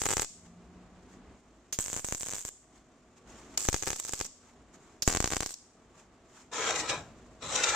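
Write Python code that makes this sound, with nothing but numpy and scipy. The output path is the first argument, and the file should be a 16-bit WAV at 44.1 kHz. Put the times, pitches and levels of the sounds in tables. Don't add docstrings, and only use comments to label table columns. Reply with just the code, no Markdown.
import sys
import numpy as np
from scipy import signal
from scipy.io import wavfile
from scipy.ndimage import uniform_filter1d

SR = 44100
rng = np.random.default_rng(int(sys.argv[2]) if len(sys.argv) > 2 else 0)


def generate_wav(sig):
    pcm = np.round(np.clip(np.atleast_2d(sig).T, -1, 1) * 32767).astype(np.int16)
    wavfile.write(sys.argv[1], SR, pcm)


N = 341775

# start in seconds, right minus left in dB for
# the spike, the slump and the crack, table echo delay in ms, spike echo left in dB, spike echo right in dB,
# crack echo left in dB (21 dB is added to it), crack brightness in dB per octave.
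TACKS = [(0, -4, -13.5, 3, 2.38, -3.5, -39, -17, -2), (1.7, -15.5, 4, 0.5, 1.87, -20, -24, -35, -1.25),
         (3.5, -11, -4.5, 10, 2.396, -5.5, -42, -9.5, -2),
         (5, -8.5, -0.5, 6.5, 2.63, -8.5, -28, -14.5, -1.5)]
# frequency in Hz, density in dB.
CRACK_SPECTRUM = [(1500, -18.5), (3500, -10), (4800, -3), (5900, 0), (7100, 5), (7900, -10), (8800, -5.5),
                  (11000, -19), (14500, -10), (16500, -52)]


def pops():
    out, crack_envelope = np.zeros((2, N)), strikes()
    t = np.arange(128) / SR
    shapes = [templates(tack) for tack in TACKS]
    for (s, k, spike_db, slump_db, crack_db), chance in zip(all_pops(), rng.standard_normal((600, 4))):
        spike, slump, crack = shapes[k]
        start = s - .0004
        add(out, start, gain_of(spike_db) * spike + gain_of(slump_db) * slump)
        snap_hz = 7300 * 2 ** (0.03 * TACKS[k][-1] + 0.067 * chance[:2, None])
        ringing = np.sin(2 * np.pi * snap_hz * t + 0.45 * chance[2:, None])
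        snap = 0.7 * np.exp(-((t - .0008) / 0.0003) ** 2) * ringing
        add(out, start, snap * gain_of(crack_db + TACKS[k][3] * np.array([[-.5], [.5]])))
        add(crack_envelope, start, gain_of(crack_db) * crack)
    return out + crack_envelope * noise(CRACK_SPECTRUM, 1, 0.96, size=128, tilt=tack_tilt())


def templates(tack):
    _, spike_db, slump_db, crack_db, echo_ms, left_db, right_db, crack_echo_db, _ = tack
    t = np.arange(4096) / SR
    spike = np.exp(-((t - .0004) / 0.000091) ** 2) - 0.028 * np.exp(-((t - .00065) / .0001) ** 2)
    after = np.maximum(t - .0005, 0)
    swing = 0.038 * np.exp(-after / 0.04) - 1.93 * np.exp(-after / 0.0014)
    slump = (1 - np.exp(-after / 0.00054)) * swing
    crack_decay = 0.46 * np.exp(-t / 0.00057) + 0.013 * np.exp(-t / 0.0092)
    crack = (1 - np.exp(-t / 0.00026)) * crack_decay
    paths = np.zeros((3, 2, 2048))
    paths[:, :, 0] = gain_of([[0, spike_db], [-slump_db / 2, slump_db / 2], [-crack_db / 2, crack_db / 2]])
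    paths[:, :, round(echo_ms * SR / 1000)] = gain_of(
        [[left_db, right_db], [left_db + 2, right_db - 20], [crack_echo_db - crack_db / 2 + 21, -3]])
    paths[:, :, round(.0097 * SR)] = gain_of([[-20], [-30], [-20]])
    paths[0] += gain_of(-16.0) * scatter(0.039, 2048 / SR, 0.37)
    return signal.fftconvolve(paths, np.array([spike, slump, crack])[:, None], axes=2)


# start in seconds, level in dB, 60 dB
# decay time in seconds, right minus left in dB.
STRIKES = [(1.7243, -26.5, 0.11, 1.5), (3.574, -14, 0.028, -0.5), (5.021, -20.5, 0.054, 1)]


def strikes():
    envelope, t = np.zeros((2, N)), np.arange(8000) / SR
    for s, db, t60, pan_db in STRIKES:
        decay = gain_of(db - 60 * t / t60 + pan_db * np.array([[-.5], [.5]]))
        add(envelope, s, decay * np.minimum(t / 0.0026, 1))
    return envelope


# time in seconds, spike level in dB.
POPS = [(0.0178, -16.5), (0.037, -21.5), (0.0568, -15), (0.064, -12.5), (0.0886, -16.5), (0.0963, -20),
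        (0.106, -16), (0.1147, -15), (0.1275, -16), (0.1352, -14.5), (0.1692, -12.5), (0.1805, -18.5),
        (0.1963, -13), (0.22, -18), (0.2294, -19.5), (0.2459, -26.5), (1.7887, -16.5), (1.7991, -23),
        (1.8609, -26.5), (1.8708, -33), (1.8824, -22.5), (1.9004, -25), (1.9304, -21), (1.9417, -24),
        (1.965, -19), (1.9748, -23.5), (1.9814, -29), (1.9871, -27), (1.9951, -22), (2.046, -20),
        (2.0868, -22.5), (2.1105, -34), (2.1241, -15), (2.1485, -21), (2.2092, -25.5), (2.232, -22),
        (2.2622, -29), (2.2685, -24.5), (2.2857, -24), (2.2937, -24.5), (2.3162, -28), (2.3254, -23.5),
        (2.3353, -20.5), (2.345, -29), (2.3551, -29), (2.365, -26.5), (2.3838, -27.5), (2.451, -22.5),
        (2.4894, -30), (3.5976, -31.5), (3.6163, -29), (3.6521, -24), (3.6873, -9), (3.7288, -18.5),
        (3.7435, -10.5), (3.749, -36), (3.7634, -23.5), (3.825, -21), (3.8343, -20), (3.8677, -22),
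        (3.8733, -13), (3.8809, -19), (3.8885, -20.5), (3.9044, -16), (3.9158, -25), (3.9307, -19),
        (3.9608, -29), (4.0504, -27.5), (4.0929, -24.5), (4.1351, -18), (4.2018, -24), (4.2117, -14.5),
        (4.2515, -30.5), (5.0773, -8), (5.0846, -13.5), (5.0925, -31), (5.0976, -16), (5.1017, -15.5),
        (5.112, -20), (5.1165, -21), (5.126, -16), (5.1372, -19.5), (5.1498, -11.5), (5.1622, -16.5),
        (5.1714, -11.5), (5.2037, -11), (5.226, -20), (5.2428, -10.5), (5.2581, -18.5), (5.2756, -16.5),
        (5.3043, -20.5), (5.3159, -20), (5.3225, -14), (5.3287, -22), (5.335, -12.5), (5.3462, -23.5),
        (5.3597, -23), (5.3673, -12), (5.4057, -14.5), (5.4182, -47), (5.425, -19.5), (5.4313, -17),
        (5.4613, -19.5), (5.492, -33), (5.507, -29)]
# arc on in seconds, arc off in seconds, sizzle in dB, flare at ignition in dB
# against the sizzle (and added to the ticks), crack and slump in dB of a pop of middle spike and usual wait,
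# crack of the small ticks in dB.
ARCS = [(0, .2457, -40.5, -2, -19.5, -42.5, -46), (1.788, 2.487, -48, 3.5, -17.5, -34, -26),
        (3.587, 4.2646, -47, 12.5, -21, -38, -30.5), (5.054, 5.5404, -49, 7.5, -21, -37, -33.5)]
# middle in seconds, length in seconds.
HUSHES = [(0.155, 0.026), (1.774, .026), (2.023, 0.039), (2.192, 0.028), (2.438, 0.024), (3.707, 0.027),
          (3.819, 0.018), (5.187, 0.022)]
TICKS_PER_S = [120, 150.46, 125, 90]
# one value a tack weld, its crack in dB.
BREAKS_DB = [-40, -26.5, -29, -23.5]
MIDDLE_DB, USUAL_WAIT_S = -20, .01
SLUMP_SLOPE, CRACK_SLOPE = 1.78, 0.74
SLUMP_WAIT_DB, CRACK_WAIT_DB = 2, 1.73
TICK_JITTER_S, TICK_SPREAD_DB = .0012, 3.5
TICK_SPIKE_DB = -14
FLARE_S = 0.074


def all_pops():
    rows, chance = [], rng.standard_normal((len(POPS) + len(ARCS), 24, 2))
    for k, (on, off, _, flare_db, crack_db, slump_db, tick_db) in enumerate(ARCS):
        last = on
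        for n, (s, db) in enumerate(list(POPS) + [(off, None)]):
            if not on - USUAL_WAIT_S < s < off + USUAL_WAIT_S:
                continue
            wait_s = s - last if last > on else 1
            doublings = np.log2(np.clip(wait_s, .004, .06) / USUAL_WAIT_S)
            count = round((s - last) * TICKS_PER_S[k])
            for m in range(1, count):
                size, shift = chance[n + k * (db is None), m]
                at = last + (s - last) * m / count + TICK_JITTER_S * shift
                small = tick_db + TICK_SPREAD_DB * size + flare_db * np.exp((on - at) / FLARE_S)
                if all(abs(at - middle) > length / 2 for middle, length in HUSHES):
                    rows.append((at, k, small + TICK_SPIKE_DB, -200, small))
            if db is None:
                rows.append((s, k, BREAKS_DB[k] + TICK_SPIKE_DB, -200, BREAKS_DB[k]))
            else:
                slump = slump_db + SLUMP_SLOPE * (db - MIDDLE_DB) + SLUMP_WAIT_DB * doublings
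                crack = crack_db + CRACK_SLOPE * (db - MIDDLE_DB) + CRACK_WAIT_DB * doublings
                rows.append((s, k, db, slump, crack))
            last = s
    return rows


# frequency in Hz, density in dB.
SIZZLE = [(400, -24.5), (2500, -19), (4500, -15), (5800, -10), (7000, -3), (7900, 4), (8800, -12.5),
          (11500, -15.5), (15000, -17), (16500, -46)]


def arc():
    drops = (rng.random(N) < 110 / SR) * gain_of(2 + 7.4 * rng.standard_normal(N))
    spatter = 1 + signal.oaconvolve(drops, np.exp(-np.arange(512) / SR / 0.0021))[:N]
    hiss = evened(spatter * noise(SIZZLE, 2.7, 0.91, size=256, tilt=tack_tilt()))
    return hiss * sizzling() * gain_of([[-1.5], [1.5]])


HUSH_SHARE = 0.38
STIR_S, STIR_DB = 0.012, 14


def sizzling():
    t, (s, db) = np.arange(N) / SR, np.transpose(POPS)
    kicks = np.zeros(N)
    kicks[(s * SR).astype(int)] = gain_of(db + STIR_DB)
    stir = signal.lfilter([1], [1, -np.exp(-1 / SR / STIR_S)], kicks)
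    hush = 1 - np.clip(HUSH_SHARE, 0, 1) * bumps([(middle, length, 0) for middle, length in HUSHES])
    hold = np.zeros(N)
    for on, off, sizzle_db, flare_db, *_ in ARCS:
        flare = gain_of(flare_db) * np.exp(-abs(t - on) / FLARE_S)
        hold += gain_of(sizzle_db) * (t >= on) * (t < off) * (1 + stir + flare)
    return uniform_filter1d(hold * hush, size=200)


def tack_tilt():
    return [(tack[0] + s, tack[-1]) for tack in TACKS for s in (0, 1)]


SHADE_HZ, SHADE_DB = (3800, 5950), [-1.5, -4.5, 0, 1.5]


def shaded(x):
    band = signal.sosfiltfilt(signal.butter(2, SHADE_HZ, "band", fs=SR, output="sos"), x)
    tack = np.searchsorted([row[0] for row in TACKS], np.arange(N) / SR, "right") - 1
    return x + (gain_of(SHADE_DB)[tack] - 1) * band


def workshop(near):
    bright = signal.sosfilt(signal.butter(2, [3300, 9500], "band", fs=SR, output="sos"), near.mean(0))
    tail = signal.oaconvolve(bright[None], scatter(0.57, 0.61, 21), axes=1)[:, :N]
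    return gain_of(-10) * tail


# time in seconds, level in dB.
SLIDES = [
    [(6.515, -51), (6.535, -35.5), (6.67, -29.5), (6.8, -34.5), (6.885, -38), (6.9, -29), (6.95, -36),
     (7.04, -52.5), (7.12, -64)],
    [(7.395, -77), (7.425, -41.5), (7.49, -39.5), (7.55, -29.5), (7.6, -30.5), (7.75, -29)],
]
# frequency in Hz, density in dB.
RUNNER = [(120, -40), (200, -20.5), (480, -3.5), (620, -7), (1500, -10.5), (4860, -17), (7540, -9),
          (10100, -39.5), (14900, -46), (16000, -68)]
# frequency in Hz, width in Hz, peak in dB (5 dB is added to it).
DRAWER = [(472, 40, -2.5), (840, 9.7, 0), (1012, 10, 3.5), (1320, 35, 4.5), (1700, 38, -2), (2390, 100, -6),
          (3800, 180, 0), (5700, 91, -4.5), (7260, 30, -25)]
# middle in seconds, level in dB against the run before a high-pass, length in seconds.
JOLTS = [(6.708, 2, 0.0051), (6.762, 3.5, 0.013), (6.8, 4, 0.033), (6.896, 4, 0.025), (7.56, 3.5, 0.0085),
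         (7.641, 9, 0.0098), (7.694, 1, 0.018)]
BRIGHT_START, BRIGHT_END = (0.79, 1.3), (-1.7, 0.72)


def drawer():
    tilt = []
    for rows, start_tilt, end_tilt in zip(SLIDES, BRIGHT_START, BRIGHT_END):
        tilt += [(rows[0][0], start_tilt), (rows[-1][0], end_tilt)]
    rumble = noise(RUNNER, 3.5, 0.52, size=2048, modes=DRAWER, modes_db=5.0, tilt=tilt)
    knocks = gain_of(1.2 * evened(uniform_filter1d(rng.standard_normal(N), size=120)))
    bright = signal.sosfilt(signal.butter(2, 1800, "high", fs=SR, output="sos"), rumble)
    jolts = bright * bumps([(s, length, db) for s, db, length in JOLTS])
    run = sum(level(rows) for rows in SLIDES)
    return (evened(rumble * knocks) + jolts) * run * gain_of([[1.2], [-1.2]])


# frequency in Hz, density in dB.
CABINET = [(30, -32), (70, 4), (150, 5), (260, -6), (450, -46)]
# middle in seconds, length in seconds, level in dB.
BOOMS = [(6.94, 0.27, -51.5), (7.1, 0.14, -63), (7.5, 0.15, -58)]


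def cabinet():
    run = sum(level(rows) for rows in SLIDES)
    boom_level = gain_of(-28.5) * run + bumps(BOOMS)
    return noise(CABINET, 3.0, 0.88, size=2048) * boom_level


# frequency in Hz, density in dB.
RUSTLE = [(470, -37), (800, 1), (1140, -1), (4570, -11), (7260, -1), (10600, -28), (14500, -28),
          (16000, -38)]
# middle in seconds, length in seconds, level in dB.
RUSTLES = [(.46, 0.03, -63), (1.12, 0.068, -64.5), (2.77, .08, -66), (3.18, 0.023, -66.5),
           (3.3, 0.053, -59), (3.38, 0.12, -56), (3.53, 0.13, -60), (4.48, 0.083, -65), (4.75, 0.029, -58),
           (4.87, 0.16, -66), (5.99, 0.081, -61.5), (6.38, 0.12, -58.5), (7.2, 0.45, -75)]


def cloth():
    return noise(RUSTLE, 1.0, 1.8) * (gain_of(-71.5) + bumps(RUSTLES))


# frequency in Hz, density in dB.
YARD = [(15, -26), (25, -4), (253, -2.5), (375, -1.5), (645, -11.5), (786, -12), (1110, -11.5),
        (9000, -32.5), (11700, -79), (19800, -120)]
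# frequency in Hz, density in dB.
RUMBLE = [(25, -22.5), (50, -4.5), (80, 11), (150, -5.5), (210, -51)]
# start in seconds, murmur in dB, low rumble in dB.
AROUND_STEPS = [(0, -57, -61.5), (1.38, -61.5, -79), (3.26, -55, -74), (4.3, -59, -70), (5.5, -61, -81),
                (6.6, -55.5, -64.5)]


def yard(duck):
    modes = [(242.4, 14, 3.5), (363, 45, -22.0), (640, 18, 4.5), (727, 22, 5), (1135.4, 24, -0.5)]
    murmur = noise(YARD, 0.7, 1.0, size=4096, modes=modes) + fan()
    rumble = noise(RUMBLE, 0.98, 1, size=4096, modes=[(55, 8, 9.1)])
    return (murmur * steps(column=1) + rumble * steps(column=2)) * duck


def steps(column):
    rows = np.asarray(AROUND_STEPS)
    row = np.searchsorted(rows[:, 0], np.arange(N) / SR, "right") - 1
    return gain_of(uniform_filter1d(rows[row, column], size=3000))


DUCK_FROM_DB, DUCK_SHARE = -53.5, 0.41
RECOVER_DB_PER_S = 57.5


def ducking(near):
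    power_db = 10 * np.log10(abs(uniform_filter1d((near ** 2).mean(0), size=800)) + 1e-12)
    fall = np.arange(N) * RECOVER_DB_PER_S / SR
    held_db = np.maximum.accumulate(power_db + fall) - fall
    over_db = np.maximum(held_db - DUCK_FROM_DB, 0)
    return gain_of(-DUCK_SHARE * uniform_filter1d(over_db, size=400))


# frequency in Hz, mean level in dB against the murmur.
FAN = [(54, -10.5), (635, -15.5), (706, -20.5)]


def fan():
    hz, db = np.transpose(FAN)[:, :, None]
    chance = rng.standard_normal((2, len(FAN), N))
    sway, drift = evened(uniform_filter1d(uniform_filter1d(chance, size=3000), size=3000))
    turns = np.cumsum(hz * (1 + 0.0042 * drift), axis=1) / SR
    return (gain_of(db + 4.4 * sway) * np.sin(2 * np.pi * turns)).sum(0)


# time in seconds, pitch in Hz, level in dB (shared by two unequal partials).
MOTOR = [(0.3, 167, -64.5), (0.562, 175.3, -57.5), (1.4, 192, -65.5)]


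def motor():
    s, hz, _ = np.transpose(MOTOR)
    waver = 1 + 0.39 * evened(uniform_filter1d(rng.standard_normal((2, N)), size=1800))
    turns = np.cumsum(np.interp(np.arange(N) / SR, s, hz)) / SR
    partials = waver * gain_of([[3], [-3]]) * np.sin(2 * np.pi * turns * [[1], [1.33]])
    return level(MOTOR, column=2) * partials.sum(0)


# frequency in Hz, left-right correlation from 0 to 1.
SAME = [(60, 0.93), (180, 0.96), (550, 0.96), (1650, 0.72), (4970, 0.25), (15000, 0.023)]


def noise(spectrum, patchy_db, flicker_db, size=512, modes=(), modes_db=0, tilt=((0, 0), (9, 0))):
    frames, hz = 4 * N // size + 5, np.fft.rfftfreq(size, 1 / SR)
    a, b, c, d, patches = rng.standard_normal((frames, len(hz), 5)).T
    patches = evened(uniform_filter1d(uniform_filter1d(patches, size=6, axis=0), size=12, axis=1))
    flicker = evened(uniform_filter1d(rng.standard_normal(frames), size=3))
    peaks = 1 + sum(gain_of(db + modes_db) / np.hypot(1, 2 * (hz - f) / w) for f, w, db in modes)
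    db_per_octave = np.interp(np.arange(frames) * size / 4 / SR, *np.transpose(tilt))
    slope = db_per_octave * np.log2((hz[:, None] + 50) / 2000)
    same = np.clip(read(SAME, hz), -1, 1)[:, None]
    left = a + 1j * b
    right = same * left + np.sqrt(1 - same ** 2) * (c + 1j * d)
    z = np.array([left, right]) * (gain_of(read(spectrum, hz)) * peaks)[:, None]
    z *= gain_of(slope + patchy_db * patches + flicker_db * flicker)
    return evened(signal.istft(z, nperseg=size, noverlap=3 * size // 4)[1][:, :N])


def scatter(t60, length, start_ms):
    t = np.arange(round(length * SR)) / SR
    taps = rng.standard_normal((2, len(t))) ** 3 * gain_of(-60 * t / t60) * (t > start_ms / 1000)
    return taps / np.linalg.norm(taps, axis=1, keepdims=True)


def bumps(rows):
    t = np.arange(0, N + 32, 32) / SR
    swells = sum(gain_of(db) * np.exp(-(2 * (t - s) / length) ** 2) for s, length, db in rows)
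    return np.interp(np.arange(N) / SR, t, swells)


def level(rows, column=1):
    rows = np.asarray(rows)
    return gain_of(np.interp(np.arange(N) / SR, rows[:, 0], rows[:, column], -200, -200))


def read(points, hz):
    f, value = np.transpose(points)
    return np.interp(np.log(hz + 1), np.log(f + 1), value)


def add(mix, s, sound):
    part = mix[..., round(s * SR):][..., :sound.shape[-1]]
    part += sound[..., :part.shape[-1]]


def gain_of(db):
    return 10 ** (np.asarray(db) / 20)


def evened(x):
    return x / np.sqrt(np.mean(x ** 2) + 1e-20)


def scene():
    near = shaded(pops() + arc())
    welding = near + workshop(near)
    background = cloth() + yard(ducking(near)) + motor()
    return welding + drawer() + cabinet() + background


def record(dry):
    lowpass = signal.firwin(511, 16400, window=("kaiser", 9), fs=SR)
    return signal.oaconvolve(dry, lowpass[None], "same")


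dry = scene()
out = record(dry)
generate_wav(out)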